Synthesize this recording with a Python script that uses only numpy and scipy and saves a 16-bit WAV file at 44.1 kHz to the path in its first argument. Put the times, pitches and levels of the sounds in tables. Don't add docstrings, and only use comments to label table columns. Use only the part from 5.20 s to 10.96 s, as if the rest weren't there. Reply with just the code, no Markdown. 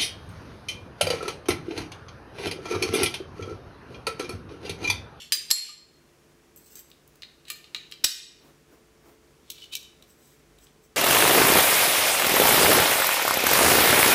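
import sys
import numpy as np
from scipy import signal
from scipy.fft import rfft, irfft, next_fast_len
from scipy.io import wavfile
from scipy.ndimage import map_coordinates

SR = 44100
rng = np.random.default_rng(int(sys.argv[2]) if len(sys.argv) > 2 else 0)


def master(y):
    cut = np.clip(np.atleast_2d(y).T, -1, 1)
    pcm = np.round(cut * 32767)
    wavfile.write(sys.argv[1], SR, pcm.astype(np.int16))


N = 254016

# frequency in Hz, relative level in dB, t60 in seconds.
SLIDE_MODES = [(1210, -27.5, 0.11), (1786, -12, 0.081), (2993, -15, 0.11), (3894, -16.5, .08),
               (4030, -13, 0.11), (4844, -6, .13), (4875, -9, .14), (4980, -12, .16), (5070, -10.5, 0.073),
               (6250, -10, 0.091), (7130, -14.5, 0.072), (7260, -12, 0.088), (8250, -14, .12),
               (8680, -6, 0.075), (10424, -13, .06), (11240, -10.5, 0.063), (11860, -10.5, .08),
               (13190, -13.5, .08), (15490, -16, .12)]
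BARREL_MODES = [(1213, -28.5, 0.18), (1797, -21.5, 0.13), (4246, -6, 0.24), (4330, -7, 0.12),
                (5120, -18, 0.11), (7500, -10, .15), (7140, -13, 0.32), (7560, -8.5, 0.23), (8000, -15, .2),
                (8600, -24.5, 0.19), (11300, -8, .08), (11188, -10.5, .24), (11600, -15.5, .08),
                (12200, -22.5, 0.18), (12905, -18.5, .2), (16600, -18, .22)]
SPRING_MODES = [(6150, -6.5, 0.03), (7536, -10.5, 0.087), (8040, -4, 0.099), (12311, -19, .12),
                (12500, -8, 0.12), (13382, -11, 0.067), (14346, -18, .1)]
ROD_MODES = [(1226, -18, 0.08), (1780, -14, 0.064), (2350, -17.5, 0.14), (2450, -13.5, 0.066),
             (2790, -11.5, 0.081), (3154, -16, .06), (3820, -20, 0.095), (4200, -10, 0.13),
             (4870, -16, 0.11), (7034, -18, 0.068), (7950, -14.5, 0.087), (11000, -11.5, .06),
             (12080, -11, .06), (13190, -22, .06)]
SEAT_MODES = [(2870, -19.5, 0.14), (3880, -11.5, 0.082), (4120, -18.5, 0.15), (5070, -13.5, .2),
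              (5000, -38.5, .13), (5537, -1, 0.069), (7950, 2, 0.042), (12500, -16, 0.18)]
CAP_MODES = [(2326, -16, 0.085), (3015, -13.5, 0.098), (3730, -12, 0.042), (3840, -3, 0.028),
             (4160, -17.5, 0.092), (5665, -23, 0.14), (7540, -22, .06), (8030, -23, 0.081),
             (12200, -10.5, 0.049), (12800, -13.5, 0.073), (15040, -31, .08)]
# frequency in Hz, relative level in dB.
SLIDE_CLACK = [(100, -51), (800, -41), (1400, -20), (2400, -0.5), (4300, 0), (6500, -6.5), (8000, -3),
               (9500, -13), (12000, -11), (15500, -23.5)]
BARREL_CLACK = [(100, -41.5), (450, -35), (750, -17.5), (1500, -14.5), (3000, -12.5), (4300, 2),
                (5200, -2.5), (6600, -10.5), (7500, 0.5), (9300, -10), (11200, -3.5), (13000, -11),
                (15500, -16)]
SPRING_CLACK = [(100, -39), (1500, -17.5), (4000, -11.5), (5800, -9.5), (9500, -13), (13000, -10.5),
                (16000, -4.5)]
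ROD_CLACK = [(100, -29), (900, -73.5), (1400, -13), (2600, 6.5), (4300, 7), (5600, -0.5), (7500, -0.5),
             (9200, -5), (12000, -9.5), (15500, -8)]
SEAT_CLACK = [(100, -15), (600, -18.5), (1100, -26), (1600, -11), (2400, -5), (4000, 2), (6500, -3),
              (9500, -10), (12000, -8.5), (15500, -11.5)]
CAP_CLACK = [(100, -38), (1900, -24), (2600, 4.5), (3900, 4.5), (5000, 0.5), (7200, 1), (10500, -4),
             (12500, -5.5), (16000, -2.5)]
# start in seconds, level in dB, brightness at 12 kHz in dB.
SLIDE_HITS = [(.1218, -13.5, -4), (.1275, -20, -1), (.1505, -32, 6.5), (.253, -47, 0), (.3045, -20.5, -2.5)]
BARREL_HITS = [(.3118, -3, -3), (.324, -21, -1), (.4904, -32, -11)]
SPRING_HITS = [(1.361, -57.5, 18), (1.374, -46.5, 5), (1.5546, -37.5, 0.5), (1.591, -43, 6),
               (1.7016, -47, 2), (1.8767, -49, 3.5), (1.956, -46.5, -1.5)]
ROD_HITS = [(1.715, -43, -19), (2.021, -34.5, -10), (2.0328, -32, -30), (2.2524, -44.5, -10.5),
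            (2.2822, -40, 0), (2.3013, -28, 5.5), (2.4424, -40, -13), (2.5467, -23, -11.5),
            (2.7133, -41.5, 2.5), (2.7222, -31.5, -11.5)]
SEAT_HITS = [(2.839, -29, -9), (2.8422, -14, 1), (2.845, -9.5, 0.5), (2.85, -18, -0.5)]
CAP_HITS = [(4.3015, -28.5, 3), (4.305, -34, 6.5), (4.5527, -19.5, 0), (4.629, -42, -1), (4.824, -42, -2.5),
            (5.3858, -49, 1), (5.469, -47.5, -14.5)]
# start in seconds, level in dB.
SLIDE_NUDGES = [(0.4902, -39.5), (2.3014, -41)]
# middle in seconds, half length in seconds, level in dB.
BARREL_RUBS = [(0, 0.055, -42.5), (.302, 0.0032, -34.5), (.378, 0.031, -33), (.455, 0.06, -40.5)]
SPRING_RUBS = [(4.9, 0.031, -60.5), (5.07, 0.1, -59.5), (5.43, 0.025, -56.5), (5.645, 0.021, -61)]
CAP_RUBS = [(4.385, 0.093, -54.5), (4.433, 0.011, -54), (4.535, 0.011, -32.5)]
# middle in seconds, half length in seconds, level in dB.
ROD_HISSES = [(2.29, 0.018, -46), (2.47, 0.017, -61)]
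# time of the catch in seconds, half length in seconds, level in dB.
THREAD_SQUEAKS = [(4.383, .008, -51.5), (4.419, 0.0097, -45.5), (4.442, .005, -42.5), (4.524, .014, -43)]
# middle in seconds, half length in seconds, level in dB.
PALM_STROKES = [(3.269, 0.054, -57), (3.542, 0.041, -59.5), (3.889, 0.057, -55.5)]
# frequency in Hz, relative level in dB.
SQUEAK_SPECTRUM = [(2000, -55), (2800, -18), (3020, 9), (3200, -28), (3600, -10), (4200, -36), (6000, -70)]
SKIN_SPECTRUM = [(60, -31), (250, 6), (1300, -6), (3000, -17), (9000, -21), (16000, -17)]
AIR_SPECTRUM = [(12, -42.5), (20, -17), (55, -7), (113, -10.5), (146, -2.5), (172, -6), (434, -5),
                (472, -10.5), (542, -9.5), (873, -16), (1000, -14), (2260, -17.5), (3950, -22.5),
                (5850, -21.5), (16000, -31.5)]
# frequency in Hz, rms level in dB.
FAN_TONES = [(50, -80.5), (70, -74.5), (99, -80.5), (147, -72), (245, -78.5), (344, -71.5), (438.7, -69.5)]
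# middle in seconds, half length in seconds, rise in dB.
DRONE_SWELLS = [(3.8, .45, 7), (5.35, .19, 14)]
# frequency in Hz, t60 in seconds.
ROOM_T60 = [(200, 0.17), (900, 0.3), (2200, 0.62), (5500, 0.52), (9000, 0.42), (15000, 0.29)]


def barrel():
    knocks = touches(SLIDE_HITS, depth_db=-4.5, ring_db=-1, depth_slope=0.2)
    drops = touches(BARREL_HITS, depth_db=-3, ring_db=-3, depth_slope=0.1)
    knock = impacts(knocks, SLIDE_MODES, SLIDE_CLACK, crack_t60=0.0066, body_db=-7.5, body_t60=0.06)
    drop = impacts(drops, BARREL_MODES, BARREL_CLACK, crack_t60=0.0091, body_db=-7.5, body_t60=0.039)
    return knock + drop + grains(BARREL_RUBS, BARREL_MODES, SLIDE_CLACK, ring_db=-11.5, bright_db=-8.5)


def slide_ping(rise_s=0.004):
    hz, _, t60 = SLIDE_MODES[0]
    track, t = np.zeros(N), clock(SR // 2)
    ping = np.sin(2 * np.pi * hz * t) * (1 - np.exp(-t / rise_s))
    for start, db in SLIDE_NUDGES:
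        add(track, start, amp(db - 60 * t / t60) * ping)
    return track


def rod_snap():
    hits = touches(SEAT_HITS, depth_db=1.5, ring_db=-7)
    return impacts(hits, SEAT_MODES, SEAT_CLACK, crack_t60=0.024, body_db=4.5, body_t60=0.033)


def muzzle_cap(tick_over_squeak_db=6, tick_bright_db=-11):
    ticks = [(start, db + tick_over_squeak_db, tick_bright_db) for start, _, db in THREAD_SQUEAKS]
    hits = touches(CAP_HITS + ticks, depth_db=-4, ring_db=-3, depth_slope=0.28, edge_slope=0.4)
    taps = impacts(hits, CAP_MODES, CAP_CLACK, crack_t60=0.016, body_db=-20.5, body_t60=0.04)
    envelope = sum(amp(db) * swell(start + half / 2, half) for start, half, db in THREAD_SQUEAKS)
    squeaks = noise(SQUEAK_SPECTRUM) * envelope
    return taps + squeaks + grains(CAP_RUBS, CAP_MODES, CAP_CLACK, ring_db=-6, bright_db=-10)


def guide_rod():
    hits = touches(ROD_HITS, depth_db=5, ring_db=-2, depth_slope=-0.35, edge_slope=0.5)
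    clicks = impacts(hits, ROD_MODES, ROD_CLACK, crack_t60=0.02, body_db=-11.5, body_t60=0.055)
    return clicks + grains(ROD_HISSES, ROD_MODES, ROD_CLACK, ring_db=-10, bright_db=-10)


def recoil_spring(held_from_s=1.65, first_coil_s=1.415, coil_gap_s=0.0535, coil_half_s=0.023):
    free = touches([hit for hit in SPRING_HITS if hit[0] < held_from_s], depth_db=0.5, ring_db=-1)
    held = touches([hit for hit in SPRING_HITS if hit[0] >= held_from_s], depth_db=-2, ring_db=-23)
    ticks = impacts(free + held, SPRING_MODES, SPRING_CLACK, crack_t60=0.02, body_db=-19, body_t60=0.12)
    coils = [(first_coil_s + k * coil_gap_s, coil_half_s, -56 + 3 * k) for k in range(4)]
    return ticks + grains(coils + SPRING_RUBS, SPRING_MODES, SPRING_CLACK, ring_db=-7, bright_db=-3)


def touches(hits, depth_db, ring_db, depth_slope=0, edge_slope=0, ring_loss=0.12):
    hardest_db = max(db for _, db, _ in hits)
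    voiced = []
    for start, db, bright_db in hits:
        lighter_db = hardest_db - db
        hit_depth_db = depth_db + depth_slope * lighter_db
        hit_ring_db = ring_db - ring_loss * lighter_db + edge_slope * bright_db
        voiced.append((start, db, hit_depth_db, bright_db, hit_ring_db))
    return voiced


def impacts(hits, modes, clack, crack_t60, body_db, body_t60):
    track = np.zeros(N)
    for start, db, depth_db, bright_db, ring_db in hits:
        hit = blow(modes, clack, ring_db, crack_t60, body_db, body_t60)
        add(track, start, amp(db) * causal_filter(hit, [(1500, depth_db), (4200, 0), (12000, bright_db)]))
    return track


def grains(bursts, modes, clack, ring_db, bright_db, pulses_per_s=2500):
    track = np.zeros(N)
    for middle, half, db in bursts:
        pulses = unit(rng.standard_normal(N) * (rng.random(N) < pulses_per_s / SR)) * swell(middle, half)
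        response = blow(modes, clack, ring_db, crack_t60=0.014, body_db=0, body_t60=0.04)
        response = causal_filter(response, [(4200, 0.001), (12000, bright_db)])
        track += amp(db) * signal.oaconvolve(pulses, response / np.linalg.norm(response))[:N]
    return track


def blow(modes, clack, ring_db, crack_t60, body_db, body_t60, linewidth_hz=14, rise_s=0.00014):
    t = clock(SR // 2)
    crack_decay = amp(-60 * t / crack_t60)
    body_decay = amp(ring_db + body_db - 60 * t / body_t60)
    dense = noise(clack, len(t)) * (crack_decay + body_decay)
    ring = np.zeros(len(t))
    for hz, db, t60 in modes:
        scatter_db, phase = rng.standard_normal(2)
        drift = np.cumsum(rng.standard_normal(len(t))) * np.sqrt(2 * np.pi * linewidth_hz / SR)
        ring += amp(db + scatter_db - 60 * t / t60) * np.sin(2 * np.pi * (hz * t + phase) + drift)
    return (dense + amp(ring_db) * ring) * (1 - np.exp(-t / rise_s))


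def hands():
    strokes = sum(amp(db) * swell(middle, half) for middle, half, db in PALM_STROKES)
    return strokes * noise(SKIN_SPECTRUM) * amp(0.99 * wobble(65))


def fan():
    hum = np.zeros(N)
    for hz, db in FAN_TONES:
        peak = np.sqrt(2) * amp(db + 1.5 * wobble(1.5))
        hum += peak * np.sin(2 * np.pi * hz * clock() + 0.78 * wobble(2.8))
    return hum


def far_drone(start_hz=70.3, sag_hz_per_s=3.8, resting_db=-78):
    hz = start_hz - sag_hz_per_s * clock()
    rise_db = sum(db * swell(middle, half) for middle, half, db in DRONE_SWELLS)
    return np.sqrt(2) * amp(resting_db + rise_db) * np.sin(2 * np.pi * np.cumsum(hz) / SR)


def room_air():
    return amp(-60.5 + 0.51 * wobble(17)) * noise(AIR_SPECTRUM)


def in_room(x, wet_db, early_db=-9, echo_count=8, build_s=0.0066):
    hz, t, spectrogram = signal.stft(rng.standard_normal(SR), SR, nperseg=256)
    decay = amp(-60 * t / along(ROOM_T60, hz)[:, None])
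    tail = signal.istft(spectrogram * decay, SR, nperseg=256)[1][:SR]
    tail *= 1 - np.exp(-(clock(SR) / build_s) ** 2)
    echoes = np.zeros(SR)
    echoes[(rng.uniform(0.002, 0.022, echo_count) * SR).astype(int)] = rng.standard_normal(echo_count)
    response = amp(wet_db) * tail / np.linalg.norm(tail) + amp(early_db) * echoes / np.linalg.norm(echoes)
    return x + signal.fftconvolve(x, response)[:N]


def gain_control(x, threshold_db=-7, recovery_db_per_s=20, attack_s=0.0029):
    excess_db = np.maximum(20 * np.log10(np.abs(x) + 1e-9) - threshold_db, 0)
    ramp_db = recovery_db_per_s * clock()
    held_db = np.maximum.accumulate(excess_db + ramp_db, axis=-1) - ramp_db
    pole = np.exp(-1 / (attack_s * SR))
    return x * amp(-signal.lfilter([1 - pole], [1, -pole], held_db))


def amp(db):
    return 10 ** (np.asarray(db) / 20)


def unit(x):
    return x / np.sqrt(np.mean(x ** 2) + 1e-20)


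def along(points, hz):
    frequencies, values = np.transpose(points)
    return np.interp(np.log(hz + 1), np.log(frequencies), values)


def clock(size=N):
    return np.arange(size) / SR


def wobble(knots_per_s):
    return map_coordinates(rng.standard_normal(int(N * knots_per_s / SR) + 4), [clock() * knots_per_s])


def noise(spectrum, size=N):
    hz = np.fft.rfftfreq(size, 1 / SR)
    return unit(irfft(rfft(rng.standard_normal(size)) * amp(along(spectrum, hz)), size))


def causal_filter(x, spectrum, size=512):
    cepstrum = irfft(np.log(amp(along(spectrum, np.fft.rfftfreq(size, 1 / SR)))))
    cepstrum[1:size // 2] *= 2
    cepstrum[size // 2 + 1:] = 0
    return signal.fftconvolve(x, irfft(np.exp(rfft(cepstrum))))[:len(x)]


def swell(middle, half):
    return np.exp(-((clock() - middle) / half) ** 2)


def add(track, start, sound):
    remaining = track[max(round(start * SR), 0):][:len(sound)]
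    remaining += sound[:len(remaining)]


def scene():
    steel = in_room(barrel() + slide_ping(), wet_db=-9)
    steel += in_room(recoil_spring(), wet_db=-8)
    steel += in_room(guide_rod(), wet_db=-8.5)
    steel += in_room(rod_snap(), wet_db=-6.5)
    steel += in_room(muzzle_cap(), wet_db=-10.5)
    return (steel + hands() + fan() + far_drone() + room_air())[None]


def record(dry, ceiling_db=-4, top_hz=15850):
    ducked = gain_control(dry)
    clipped = ducked / (1 + (ducked / amp(ceiling_db)) ** 4) ** (1 / 4)
    size = next_fast_len(N + SR)
    hz = np.fft.rfftfreq(size, 1 / SR)
    lowpass_db = np.interp(hz, [top_hz - 200, top_hz + 200, top_hz + 900], [0, -25, -70])
    return irfft(rfft(clipped, size) * amp(lowpass_db), size)[:, :N]


dry = scene()
out = record(dry)
master(out)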